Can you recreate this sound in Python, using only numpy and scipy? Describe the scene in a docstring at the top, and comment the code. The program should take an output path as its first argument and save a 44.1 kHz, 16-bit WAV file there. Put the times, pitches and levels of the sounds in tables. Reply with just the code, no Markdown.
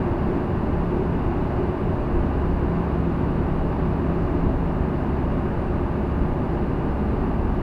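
"""Inside a car in a road tunnel, heard from a camera behind the windscreen as the car slows very slightly.
The firing engine drones and its valve gear whines faintly. A shaft and a belt-driven part hum, and
tyres that are not quite round throb. The road rumbles through the cabin and bumps thud through the body.
Outside, the tunnel walls blend the traffic's tyre noise into a roar, and a faster car swishes past."""
import sys
import numpy as np
from scipy.fft import rfft, irfft, next_fast_len
from scipy.io import wavfile
from scipy.ndimage import map_coordinates

SR = 44100
rng = np.random.default_rng(int(sys.argv[2]) if len(sys.argv) > 2 else 0)


def master_out(mix):
    """Clip the mix to full scale and print it as 16-bit PCM to the path in sys.argv[1]."""
    frames = np.transpose(np.atleast_2d(mix))
    ceiling = np.clip(frames, -1, 1)
    pcm = np.round(ceiling * 32767).astype(np.int16)
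    wavfile.write(sys.argv[1], SR, pcm)


N = 336042

# Engine and shaft rock on their mounts, so their notes throb: random swings a second, and their depth.
THROB_RATE, BOOM_THROB_DB, SHAFT_THROB_DB = 8, 1.4, 1.7
# The engine's notes, the deep boom first: (multiple of the firing rate [x], level [dB])
ENGINE_NOTES = [(1, -30.6), (2, -36.9), (3, -37.8), (3.5, -47.3), (3.75, -41), (4.25, -45.5), (5.25, -46),
                (6, -48.6), (8.25, -53.5), (8.5, -52.5), (9.5, -53)]
# The boom grows as the engine works harder, then holds: (time [s], added level [dB])
ENGINE_LOAD = [(0, -6), (.8, -1.2), (2.2, 0), (3.6, 1.3), (4.2, -.5), (6, -.6), (7.1, .7), (7.62, 0)]
# The valve gear's whine passes from one note to the next as the engine slows:
# (time [s], level at 17 times the firing rate [dB], level at 18 times [dB])
VALVE_WHINE = [(0, -68, -70), (1.2, -60, -67), (2, -54, -65), (3.3, -52.5, -62), (4.2, -52.5, -54),
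               (4.8, -61, -55.5), (6, -62, -51.3), (7.62, -72, -50)]


def engine(firing_hz):
    """The cylinders fire in a steady beat, making a boom and higher notes; the valve gear whines."""
    load_db, = curves(ENGINE_LOAD)
    boom_db = ENGINE_NOTES[0][1] + load_db + BOOM_THROB_DB * wobble(THROB_RATE)
    boom = amp(boom_db) * tone(firing_hz, waver_db=.3)
    overtones = sum(amp(db) * tone(multiple * firing_hz, waver_db=min(.4 * multiple, 2.2))
                    for multiple, db in ENGINE_NOTES[1:])
    whine = sum(amp(db) * tone(multiple * firing_hz, waver_db=1)
                for multiple, db in zip((17, 18), curves(VALVE_WHINE)))
    return boom + overtones + whine


SHAFT_RATIO, WHEEL_RATIO, BELT_RATIO = .8093, .141, 2.48  # cycles for each engine firing
# The shaft's hum dips, swells and fades, and a higher note takes over:
# (time [s], level at 3 times its turning rate [dB], level at 4 times [dB])
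SHAFT_HUM = [(0, -40, -60), (.7, -34, -60), (1.8, -34.5, -60), (2.15, -40, -60), (2.75, -29.4, -60),
             (3.3, -31.5, -60), (4.3, -30, -50), (5.2, -33.5, -43), (5.8, -35, -40), (7, -37, -35.8),
             (7.62, -39, -36)]
# The shaft's other, steadier notes: (multiple of its turning rate [x], level [dB])
SHAFT_NOTES = [(2, -44.5), (5, -44.5), (6, -43), (8, -50.5)]
# A belt-driven part hums, pulsing against the shaft's note, then dies away: (time [s], level [dB])
BELT_HUM = [(0, -36.5), (1, -41), (3.4, -44), (4.5, -39.5), (5.5, -53)]
# The throb of tyres that are not quite round: (multiple of the wheel's turning rate [x], level [dB])
WHEEL_NOTES = [(2, -41.5), (3, -44.5), (4, -41), (9, -43)]


def turning_parts(firing_hz):
    """The car stays in one gear, so the notes of shaft, belt and wheels fall with the engine's."""
    shaft_hz = SHAFT_RATIO * firing_hz
    hum = sum(amp(db + SHAFT_THROB_DB * wobble(THROB_RATE)) * tone(multiple * shaft_hz, waver_db=.5)
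              for multiple, db in zip((3, 4), curves(SHAFT_HUM)))
    overtones = sum(amp(db) * tone(multiple * shaft_hz, waver_db=2) for multiple, db in SHAFT_NOTES)
    belt_db, = curves(BELT_HUM)
    belt = amp(belt_db) * tone(BELT_RATIO * firing_hz, waver_db=1)
    wheels = sum(amp(db) * tone(multiple * WHEEL_RATIO * firing_hz, waver_db=1.5)
                 for multiple, db in WHEEL_NOTES)
    return hum + overtones + belt + wheels


SHAKE_DB, RUMBLE_DB, RING_DB = -31.5, -27.7, -33  # base levels on smooth road
TREAD_DB = -39.5  # tread hiss, compared with the tyre ring a rough patch adds
# Rough patches of road: (middle [s], length [s], body shake [dB], cabin rumble [dB], tyre ring [dB])
ROUGH_PATCHES = [(0.15, 0.2, -34, -31, -40), (0.34, 0.12, -45, -36, -30), (0.96, 0.12, -36, -30, -29),
                 (1.57, .16, -45, -45, -33.5), (1.92, .34, -30.5, -31.5, -45), (2.3, 0.45, -28, -35, -38),
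                 (4.28, .18, -45, -42, -31), (4.54, 0.28, -33.5, -32, -60), (6.2, 0.25, -33, -34, -50),
                 (7.42, 0.25, -28, -37, -45)]
# The body shaking on its springs: (frequency [Hz], level [dB])
BODY_SHAKE = [(7, -24.5), (19, 0), (29, -1), (40, 3), (47, -.5), (56, 0), (65, -5), (76, -4.5), (88, -2.5),
              (125, -24), (1000, -120)]
# Where the cabin's air and panels ring: (pitch [Hz], width [Hz], level [dB])
CABIN_RUMBLE = [(102, 85, 1.5), (173, 65, -4.5), (216, 110, -3.5), (272.3, 74, -1.5), (458, 85, -9),
                (585, 81, -10.5)]
# Where the tyres ring: (pitch [Hz], width [Hz], level [dB])
TYRE_RING = [(346, 26, -1), (359, 20, -.5), (381, 20, -2), (404, 22, -8)]
# Coarse asphalt rings the tyres more, until the surface changes at a joint: (time [s], added level [dB])
ROAD_GRAIN = [(0, 1.6), (1.3, .3), (2.3, 1), (3.2, -.7), (4.35, .3), (4.45, -1.2), (7.62, -.6)]
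# The tread hissing on coarse asphalt: (frequency [Hz], level [dB])
TREAD_HISS = [(1000, -4.5), (4800, -2), (7000, -8), (12000, -19.5)]


def road(firing_hz):
    """Asphalt shakes the body and rings cabin and tyres; rough patches add strength and a little hiss."""
    shake_power, rumble_power, ring_power = sum(amp(levels)[:, None] ** 2 * swell(middle, length)
                                                for middle, length, *levels in ROUGH_PATCHES)
    shake = np.sqrt(amp(SHAKE_DB) ** 2 + shake_power) * shaped_noise(BODY_SHAKE)
    rumble = np.sqrt(amp(RUMBLE_DB) ** 2 + rumble_power) * ringing_noise(CABIN_RUMBLE)
    grain_db, = curves(ROAD_GRAIN)
    ring = np.sqrt(amp(RING_DB + grain_db) ** 2 + ring_power) * ringing_noise(TYRE_RING)
    hiss = amp(TREAD_DB) * np.sqrt(ring_power) * shaped_noise(TREAD_HISS)
    speed_db = -.08 * (firing_hz - firing_hz.mean())  # a touch louder as the car slows
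    return amp(speed_db) * (shake + rumble + ring + hiss)


# Bumps and joints in the road: (time [s], level [dB], pitch above which the tyre softens the blow [Hz])
ROAD_BUMPS = [(0.14, -21, 45), (2.12, -18, 60), (2.23, -20.5, 38), (2.36, -20.5, 38), (2.44, -18.5, 50),
              (4.40, -19.5, 150), (4.46, -19.5, 110), (5.23, -21, 45), (5.305, -22.5, 50), (7.45, -21, 45)]
# The notes a bump rings in the body and cabin air: (pitch [Hz], level [dB], time to fade by 60 dB [s])
THUD_NOTES = [(19, -5, .6), (39, 0, .45), (73, 0, .25), (89, -3, .25)]


def bumps(rise_s=.012):
    """Each bump rings the body's low notes; the softer the blow, the deeper the thud."""
    out = np.zeros(N)
    for start_s, db, cushion_hz in ROAD_BUMPS:
        start = round(start_s * SR)
        t = np.arange(min(SR, N - start)) / SR
        thud = np.zeros(len(t))
        for hz, note_db, fade_s in THUD_NOTES:
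            softening = np.hypot(1, (hz / cushion_hz) ** 2)
            thud += amp(note_db - 60 * t / fade_s) * np.sin(2 * np.pi * hz * t) / softening
        out[start:start + len(t)] += amp(db) * thud * (1 - np.exp(-t / rise_s))
    return out


# The tunnel's tyre roar, heard through glass and door seals: (frequency [Hz], level [dB])
TUNNEL_ROAR = [(100, -9.5), (520, -5), (640, 0.5), (710, -1), (840, 0), (1170, -5), (1330, -11),
               (1530, -10), (1800, -15), (2250, -20.5), (2900, -21.5), (3110, -31), (4750, -36.5),
               (5250, -43.5), (12000, -74)]


def tunnel(firing_hz, base_db=-33.5, drift_db=.21):
    """The walls blend the tyre noise of all the cars into one even roar."""
    speed_db = .21 * (firing_hz - firing_hz.mean())  # a little quieter as the car slows
    return amp(base_db + speed_db + drift_db * wobble(7)) * shaped_noise(TUNNEL_ROAR)


# The faster car's tyres, heard through the side window: (frequency [Hz], level [dB])
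PASSING_SWISH = [(400, -13), (700, -0.5), (1100, 1.5), (1900, -16), (3800, -22), (6000, -46)]


def passing_car(nearest_s=3.46, length_s=1.4, peak_db=-50):
    """Its tyres grow louder alongside, then sink into the roar as it pulls ahead."""
    return amp(peak_db) * np.sqrt(swell(nearest_s, length_s)) * shaped_noise(PASSING_SWISH)


def amp(db):
    """Turn decibels into a number to multiply a sound by."""
    return 10 ** (np.asarray(db) / 20)


def unit(x):
    """Scale a sound to an average power of 1."""
    return x / np.sqrt(np.mean(x ** 2) + 1e-20)


def curves(rows):
    """Join a table's points with straight lines: one curve for each column after the time."""
    times, *columns = np.transpose(rows)
    return [np.interp(np.arange(N) / SR, times, column) for column in columns]


def wobble(rate):
    """A smooth curve through `rate` random points a second."""
    points = rng.standard_normal(int(N * rate / SR) + 4)
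    return map_coordinates(points, [np.arange(N) * rate / SR])


def swell(middle, length):
    """A smooth hill of height 1, `length` seconds wide halfway up."""
    return np.exp2(-(2 * (np.arange(N) / SR - middle) / length) ** 2)


def tone(hz, waver_db):
    """A pure note that follows a pitch curve while its loudness wavers slowly."""
    phase = 2 * np.pi * (np.cumsum(hz) / SR + rng.random())
    return np.sqrt(2) * np.sin(phase) * amp(waver_db * wobble(2.97))


def filtered(x, response):
    """Turn each frequency of a sound up or down by response(hz)."""
    size = next_fast_len(N + SR // 2)
    return irfft(rfft(x, size) * response(np.fft.rfftfreq(size, 1 / SR)), size)[:N]


def shaped_noise(shape):
    """Noise of power 1; the table sets only the balance of low and high frequencies."""
    points_hz, db = np.transpose(shape)
    noise = rng.standard_normal(N)
    return unit(filtered(noise, lambda hz: amp(np.interp(np.log(hz + 1), np.log(points_hz), db))))


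def ringing_noise(bands, muffle_hz=680):
    """Noise of power 1 that rings around the listed pitches and is muffled above them."""
    def response(hz):
        power = 0
        for pitch, width, db in bands:
            peak = (hz * width) ** 2 / ((pitch ** 2 - hz ** 2) ** 2 + (hz * width) ** 2)
            power += (amp(db) * peak) ** 2
        return np.sqrt(power / (1 + (hz / muffle_hz) ** 8))
    return unit(filtered(rng.standard_normal(N), response))


# The engine slowing very slightly: (time [s], firing rate [Hz])
ENGINE_SPEED = [(0.0, 72.0), (2.0, 69.77), (4.0, 68.62), (6.0, 67.42), (7.62, 66.63)]


def scene():
    """All the sounds meet at one microphone in the cabin."""
    firing_hz, = curves(ENGINE_SPEED)
    own_car = engine(firing_hz) + turning_parts(firing_hz) + road(firing_hz) + bumps()
    return (own_car + tunnel(firing_hz) + passing_car())[None]


# The microphone's own hiss: (frequency [Hz], level [dB])
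MIC_HISS = [(1000, -3), (6500, -1.5), (8500, -1.5), (10300, -1.5), (15000, -5.5)]


def record(dry, hiss_db=-68.5, top_hz=15600, fade_s=.003):
    """The camera adds a faint hiss and loses the highest treble; both ends fade quickly."""
    samples_from_edge = np.minimum(np.arange(N), np.arange(N)[::-1])
    fade = np.sin(np.pi / 2 * np.clip(samples_from_edge / (fade_s * SR), 0, 1))
    sound = dry[0] + amp(hiss_db) * shaped_noise(MIC_HISS)
    return filtered(fade * sound, lambda hz: hz < top_hz)[None]


dry = scene()
out = record(dry)
master_out(out)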